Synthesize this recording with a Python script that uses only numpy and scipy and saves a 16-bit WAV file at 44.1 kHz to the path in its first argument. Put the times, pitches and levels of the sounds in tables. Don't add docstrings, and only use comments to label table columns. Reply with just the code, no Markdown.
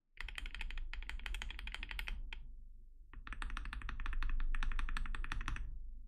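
import sys
import numpy as np
from scipy import signal
from scipy.fft import rfft, irfft
from scipy.io import wavfile
from scipy.ndimage import uniform_filter1d

SR = 44100
rng = np.random.default_rng(int(sys.argv[2]) if len(sys.argv) > 2 else 0)


def dump(signal):
    limited = np.clip(np.atleast_2d(signal).T, -1, 1)
    pcm = np.round(limited * 32767).astype(np.int16)
    wavfile.write(sys.argv[1], SR, pcm)


def ratio_of_db(decibels):
    return 10 ** (np.asarray(decibels, float) / 20)


N = 267687
LEAD_SAMPLES = 800


def read(points, hz):
    f_hz, value = np.transpose(points)
    return np.interp(np.log(hz + 1), np.log(f_hz + 1), value)


def add(mix, s, sound):
    part = mix[round(s * SR):][:len(sound)]
    part += sound[:len(part)]


def ring(modes, t, luck, spread_db, rise_s, tilt_db=0):
    hz, width_hz, db = np.transpose(modes)[:, :, None]
    count = len(hz)
    db = db + spread_db * luck[:count, :1] - tilt_db * np.log2(hz / 1800)
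    sign = (-1.) ** np.arange(count)[:, None]
    mode_hz = hz * (1 + .011 * luck[:count, 1, None])
    decay = np.exp(-np.pi * width_hz * t)
    waves = sign * ratio_of_db(db) * decay * np.sin(2 * np.pi * mode_hz * t)
    return waves.sum(0) * (1 - np.exp(-(t / rise_s) ** 2))


def stroke(peak_db, treble_db, low_db, thud_db, rattle_db, body, tick, knock, luck):
    t = np.arange(LEAD_SAMPLES) / SR
    heights = luck[:24]
    scrape, chatter = luck[100:100 + LEAD_SAMPLES, :2].T
    gap_luck, size_luck = luck[30:34].T[:2]

    blows = np.zeros(2 * LEAD_SAMPLES)
    blows[:LEAD_SAMPLES] = ratio_of_db(-39.0) * scrape * (t / t[-1]) ** 4.5
    blows[LEAD_SAMPLES] = 1
    lone_blow = blows * (np.arange(2 * LEAD_SAMPLES) == LEAD_SAMPLES)
    gaps_s = np.array([.0014, .0029, .0055, .009]) * np.exp(.25 * gap_luck)
    bounce_db = rattle_db - 5.0 * np.arange(len(gaps_s)) + 3.9 * size_luck
    bounce_at = LEAD_SAMPLES + np.minimum(gaps_s * SR, LEAD_SAMPLES - 1).astype(int)
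    blows[bounce_at] += ratio_of_db(bounce_db) * np.sign(gap_luck * size_luck)

    contact = np.exp(-((t - .0004) / .00006) ** 2)
    edge = np.exp(-((t - .0005) / .000013) ** 2)
    gritty_edge = edge + 0.11 * chatter * (t / 0.0016) * np.exp(-t / 0.0018)
    dullness_db = 0.66 * (-19.5 - treble_db)

    out = []
    for train, grit, blur in ((blows, gritty_edge, 1), (lone_blow, edge, 1.6)):
        body_ring = ring(np.multiply(body, [1, blur, 1]), t, heights, 1.0, 0.00025, low_db)
        tick_ring = ring(np.multiply(tick, [1, blur, 1]), t, heights[::-1], 6.1, 0.00023, dullness_db)
        thock = signal.fftconvolve(np.convolve(body_ring, contact), train)
        click = signal.fftconvolve(np.convolve(tick_ring, np.gradient(grit)), train)
        thock /= abs(thock).max()
        click /= abs(click).max()
        out.append(ratio_of_db(peak_db - 2.0) * (thock + ratio_of_db(treble_db) * click))

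    thump = ratio_of_db(thud_db + 7.5) * ring(knock, np.arange(2 * LEAD_SAMPLES) / SR, heights[::-2], 1.4, 0.0051)
    fade = np.cos(np.linspace(0, np.pi / 2, 2 * LEAD_SAMPLES))
    add(out[0], LEAD_SAMPLES / SR, thump * fade)
    return out


def keys():
    # [t/s, blow peak/dB, treble share/dB, rattle/dB]
    wide_strokes = [(.205, -25.5, -18.5, -8), (.284, -30, -17.5, -1.5), (.381, -23, -13, -11.5),
                    (.457, -30.5, -21.5, -1), (.545, -27.5, -21.5, -8), (.609, -26.5, -16.5, 12),
                    (.705, -28.5, -19.5, -14), (.775, -34.5, -17.5, 0), (.934, -26, -21, -9),
                    (1.023, -35.5, -28.5, 14), (1.094, -23, -15.5, -19), (1.194, -36.5, -53.5, -9),
                    (1.261, -21.5, -17, -16), (1.344, -30.5, -6.5, 6), (1.418, -22.5, -14.5, -14.5),
                    (1.504, -30, -23, -1), (1.59, -27.5, -17.5, -13), (1.672, -30, -22.5, -2.5),
                    (1.744, -22.5, -15, -11), (1.828, -28, -27, 6), (1.911, -23.5, -23, -7),
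                    (1.991, -24, -11.5, -7.5), (2.082, -22, -18, -12), (2.326, -30.5, -19, -3)]
    bar_strokes = [(3.134, -42, -62.5, -2.5), (3.272, -31.5, -24.5, -34), (3.325, -30.5, -18, -12),
                   (3.421, -25.5, -13.5, -17.5), (3.5, -33.5, -18, -17), (3.57, -26, -14.5, -15),
                   (3.653, -34, -14.5, -10), (3.729, -27.5, -16.5, -8.5), (3.816, -34, -19, -13),
                   (3.89, -27.5, -19, -15.5), (3.998, -34, -32, -41), (4.059, -27.5, -21, -12),
                   (4.129, -32, -23.5, -10), (4.225, -27.5, -15.5, -23), (4.294, -33, -28.5, -6),
                   (4.402, -33, -62, -23.5), (4.546, -28, -21, -12.5), (4.627, -25, -15.5, -9.5),
                   (4.716, -30, -29.5, -32), (4.791, -26, -15, -13), (4.888, -28.5, -29.5, -26),
                   (4.967, -25, -12.5, -12), (5.056, -33.5, -28, -5), (5.146, -28, -17.5, -9),
                   (5.243, -29, -23, -22), (5.318, -23, -14, -17.5), (5.408, -32.5, -22.5, -8),
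                   (5.48, -23.5, -13.5, -19), (5.562, -28.5, -18, -7)]
    wide_ticks = [(.173, -41.5, -34, -7), (.3535, -36, -36, -21), (.507, -41, -41, -13),
                  (.594, -39, -35.5, 12), (1.066, -52.5, -30.5, -12), (1.2344, -49.5, -30, -23),
                  (1.49, -46, -34.5, -4), (1.5439, -41, -36, -14.5), (1.72, -36.5, -26.5, -8),
                  (1.8897, -37, -34, 12), (2.0712, -35, -29, -6.5)]
    bar_ticks = [(4.5134, -69, -33, 5), (4.6043, -49, -38.5, -7.5), (4.692, -55, -36, -11),
                 (4.761, -48, -28.5, -8.5), (4.947, -59.5, -30, -5), (5.3014, -46, -29, -11.5),
                 (5.459, -43.5, -33, -17), (5.571, -43, -21.5, -4), (5.648, -61, -41, -18)]
    # [f/Hz, width/Hz, level/dB]
    wide_down_body = [(896, 150, -13.5), (1448, 240, -5.5), (1970, 230, 2.5), (2497, 210, 1.5),
                      (3170, 136, 0.5), (4065, 660, 1.8), (4850, 280, -3.5)]
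    wide_up_body = [(893, 90, -17.5), (1453, 110, -13.5), (1847, 87, -8), (2137, 170, -2), (2487, 200, 4.5),
                    (3223, 177, 2.35), (4240, 420, -9.5), (4905, 140, -12)]
    wide_loose_body = [(1700, 350, -7.5), (1970, 300, 2.5), (2490, 380, 3.5), (2870, 320, 3),
                       (3000, 260, -13.5), (4600, 250, -16.5)]
    wide_tick = [(4100, 670, 8), (5020, 1200, 5.5), (5600, 430, 0), (6900, 350, -0.5), (7740, 660, -5.5),
                 (8820, 510, -3), (9820, 450, -10.5), (10730, 900, -8.5), (12850, 910, -6)]
    bar_down_body = [(873, 97, -16), (1120, 130.4, -5), (1372, 184, 0.5), (1801, 128, -1), (2562, 210, 1),
                     (3537, 274, 1), (4250, 360, -13.5), (4510, 71, -17)]
    bar_up_body = [(864, 160, -22.5), (1109, 191, -6), (1356, 170, -3.5), (1800, 124, 0.5),
                   (2528, 213, 3.5), (3410, 140, -10.5), (4300, 346, -21.5)]
    bar_loose_body = [(1794, 250, 0.5), (2500, 300, -5.5), (3420, 510, -2.5), (4500, 300, -15.5)]
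    bar_tick = [(4310, 380, 5.5), (5290, 370, -19), (5834, 353, 5), (8220, 460, 7), (8216, 540, 4.5),
                (10100, 480, -2), (11100, 210, -35), (12780, 520, -11.5), (15100, 380, -27.5)]
    # [f/Hz, width/Hz, level/dB]
    wide_knock = [(232, 21, -19.5), (378, 28, 1), (485.7, 42, -1)]
    bar_knock = [(212, 63, 2.5), (271.6, 50, 4), (349, 47, -11)]
    # [low-mode share/dB, slope/(dB/dB), desk thud/dB, slope/(dB/dB), leg jolt/dB]
    wide_down_law = (2.2, 0.23, -70, 1.05, -44.5)
    wide_up_law = (2.5, -0.23, -65, 0.56, -53)
    bar_down_law = (2.5, -0.01, -56, 1, -41.5)
    bar_up_law = (4.5, -0.12, -56.5, 0.42, -47.5)
    tick_law = (-2, -0.32, -86, -0.6, -61)
    # [t/s, jolt/dB]
    hand_lands = [
        (2.97, -57),
        (3.128, -47),
    ]

    kinds = (
        (wide_strokes[::2], wide_down_law, wide_down_body, wide_tick, wide_knock),
        (wide_strokes[1::2], wide_up_law, wide_up_body, wide_tick, wide_knock),
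        (bar_strokes[1::2], bar_down_law, bar_down_body, bar_tick, bar_knock),
        (bar_strokes[::2], bar_up_law, bar_up_body, bar_tick, bar_knock),
        (wide_ticks, tick_law, wide_loose_body, wide_tick, wide_knock),
        (bar_ticks, tick_law, bar_loose_body, bar_tick, bar_knock))
    usual_blow_db, jolt_per_db = -28, 0.87
    near, far, pushes, jolts = np.zeros((4, N))
    t = np.arange(1000) / SR
    cushion = np.exp(-((t - .001) / 0.00042) ** 2)
    for rows, law, body, tick, knock in kinds:
        low_db, low_slope, thud_db, thud_slope, jolt_db = law
        lucks = rng.standard_normal((len(rows), len(t), 3))
        for (s, peak_db, treble_db, rattle_db), luck in zip(rows, lucks):
            firm_db = peak_db - usual_blow_db
            low = low_db + low_slope * firm_db
            thud = thud_db + thud_slope * firm_db
            direct, spread = stroke(peak_db, treble_db, low, thud, rattle_db, body, tick, knock, luck)
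            add(near, s - LEAD_SAMPLES / SR, direct)
            add(far, s - LEAD_SAMPLES / SR, spread)
            shove = luck[:, -1] * np.exp(-t / 0.0043)
            add(pushes, s, ratio_of_db(thud - 54.5) * np.convolve(shove, cushion))
            jolts[round(s * SR)] = ratio_of_db(jolt_db + jolt_per_db * firm_db)
    for s, jolt_db in hand_lands:
        add(jolts, s, ratio_of_db(np.array([jolt_db])))
    return near, far, pushes, jolts


def room(x):
    # [delay/s, level/dB]
    echoes = [(.0058, -23), (.0103, -23.5), (.0139, -25), (.021, -30.5)]
    # [f/Hz, t60/s]
    room_t60 = [(200, 0.23), (700, 0.47), (2000, 0.2), (5000, 0.31), (12000, 0.48)]
    tail_db, turn_hz, onset_s = -8.5, 2.65, 0.0037
    out = np.zeros(N)
    for delay_s, db in echoes:
        add(out, delay_s, ratio_of_db(db) * x)
    turn = 2 * np.pi * turn_hz * np.arange(N) / SR
    for k in range(3):
        hz, t, z = signal.stft(rng.standard_normal(SR // 2), SR, nperseg=128)
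        decay = ratio_of_db(-60 * t / read(room_t60, hz)[:, None])
        tail = signal.istft(z * decay, SR, nperseg=128)[1]
        tail *= np.clip(np.arange(len(tail)) / SR / onset_s, 0, 1)
        feed = x * np.cos(turn + k * np.pi / 3) * np.sqrt(2 / 3)
        out += ratio_of_db(tail_db) * signal.oaconvolve(feed, tail / np.linalg.norm(tail))[:N]
    return out


def desk_top(pushes):
    # [f/Hz, level/dB, t60/s]
    desk_modes = [(95.33, -1, 1), (126.8, 2.5, 0.34), (158.7, -11, .3), (224.1, 0.5, 0.28),
                  (248, -6.5, 0.033), (286.3, -1, 0.082), (315, -10.5, .1), (354.5, -1.5, 0.12),
                  (401.4, -13, 0.1), (457, -12, 0.3), (574, -17, 0.24)]
    t = np.arange(SR) / SR
    boom = sum(ratio_of_db(db - 60 * t / t60_s) * np.sin(2 * np.pi * hz * t) for hz, db, t60_s in desk_modes)
    return ratio_of_db(1.5) * signal.oaconvolve(pushes, boom)[:N]


def desk_legs(jolts):
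    # [t/s, f/Hz, level/dB]
    sway_track = [(0.0, 23.3, -80), (0.22, 24.8, -46.5), (0.32, 25.1, -54), (0.78, 25.14, -40),
                  (1.08, 24.8, -50), (1.23, 24.74, -45.5), (1.84, 24.77, -55), (2.04, 26.55, -49),
                  (2.13, 25.05, -44), (2.91, 24.54, -56), (3.11, 26.32, -58), (3.5, 26.1, -41),
                  (3.75, 26.24, -53), (3.87, 23.72, -46), (4.18, 23.83, -35), (4.48, 23.4, -33),
                  (5.93, 23.43, -46.5), (6.07, 23.02, -51.5)]
    # [f/Hz, width/Hz, level/dB]
    shudder = [(30.3, 3.7, -4.4), (35.1, 3.4, 0.5), (17, 6, -10.5), (7.6, 1.2, -13)]
    # [f/Hz, width/Hz, level/dB]
    rocking = [(48.39, 0.83, -8), (57, 2.2, -10), (64, 3.3, -18)]
    first_touch_s, wake_s = 0.17, 0.033
    shudder_rise_s, rocking_rise_s = 0.021, .015
    t = np.arange(N) / SR
    s, *columns = np.transpose(sway_track)
    hz, sway_db = (np.interp(t, s, c) for c in columns)
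    started = np.clip((t - first_touch_s) / wake_s, .3, 1)
    sway = started * np.sqrt(2) * ratio_of_db(sway_db) * np.sin(2 * np.pi * np.cumsum(hz) / SR)
    ring_t = np.arange(2 * SR) / SR
    even = np.zeros((len(shudder), 2))
    rings = ring(shudder, ring_t, even, 0, shudder_rise_s) + ring(rocking, ring_t, even, 0, rocking_rise_s)
    return sway + signal.oaconvolve(jolts, rings)[:N]


def coloured(points):
    shape = ratio_of_db(read(points, np.fft.rfftfreq(N, 1 / SR)))
    x = irfft(rfft(rng.standard_normal(N)) * shape, N)
    return x / (np.sqrt(uniform_filter1d(x ** 2, size=6000)) + 1e-9)


def murmur(jolts):
    # [f/Hz, level/dB per Hz]
    murmur_colour = [(60, -9), (95, 4), (155, -7.5), (220, -1.5), (320, -9.5), (460, -20.5), (650, -32),
                     (1200, -64)]
    fed_db, t60_s, rise_s, still_db = -26, 2.6, 0.051, -91.5
    t = np.arange(N) / SR
    response = ratio_of_db(fed_db - 60 * t / t60_s) ** 2 * (1 - np.exp(-t / rise_s))
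    power = signal.fftconvolve(np.square(jolts), response)[:N]
    level = np.sqrt(abs(power) + ratio_of_db(still_db) ** 2)
    z = signal.stft(coloured(murmur_colour), SR, nperseg=2048)[2]
    patches = uniform_filter1d(rng.standard_normal(z.shape), size=3, axis=0)
    patches = uniform_filter1d(patches, size=5, axis=1)
    patch_gain = ratio_of_db(5.7 * patches / patches.std() - 3)
    return level * signal.istft(z * patch_gain, SR, nperseg=2048)[1][:N]


def noise_gate(dry):
    hz, t, z = signal.stft(dry, SR, nperseg=1024, noverlap=768, boundary="even")
    band, block = np.arange(len(hz)) // 12, np.arange(len(t)) // 4
    power = uniform_filter1d(abs(z) ** 2, size=12, axis=1)
    power = uniform_filter1d(power, size=4, axis=2)
    band_centre = np.minimum(12 * band + 6, len(hz) - 1)
    block_centre = np.minimum(4 * block + 2, len(t) - 1)
    held = power[:, band_centre][:, :, block_centre]
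    mood = rng.standard_normal((block[-1] + 1, band[-1] + 1)).T
    mood = uniform_filter1d(mood, size=3, axis=1)[band][:, block]
    mood_db = 2.2 * mood * (hz > 3000)[:, None]
    threshold = [(300, -135), (1000, -112), (4000, -112), (8000, -108), (14000, -109)]  # f/Hz, level/dB
    over_db = 10 * np.log10(held + 1e-20) - mood_db - read(threshold, hz)[:, None]
    opening = 1 / (1 + np.exp(-np.clip(over_db / 0.36, -30, 30)))
    gain = np.maximum(opening, ratio_of_db(-32.5))
    gain[:, hz < 700] = 1
    return signal.istft(z * gain, SR, nperseg=1024, noverlap=768)[1][:, :N]


def electronics_hiss():
    # [f/Hz, level/dB per Hz]
    hiss_colour = [(590, -32.5), (1000, -4), (7270, -3), (7880, -1.5), (10300, -4), (12900, -3),
                   (15500, -2.5)]
    wake = np.clip(np.arange(N) / SR / 0.26, .3, 1) ** 3
    return wake * ratio_of_db(-97) * coloured(hiss_colour)


def scene():
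    near, far, pushes, jolts = keys()
    return (near + room(far) + desk_top(pushes) + desk_legs(jolts) + murmur(jolts))[None]


def top_cut(x):
    return signal.sosfilt(signal.butter(12, 15640, fs=SR, output="sos"), x)


def record(dry):
    gated = noise_gate(dry)
    return top_cut(gated + electronics_hiss())


dry = scene()
out = record(dry)
dump(out)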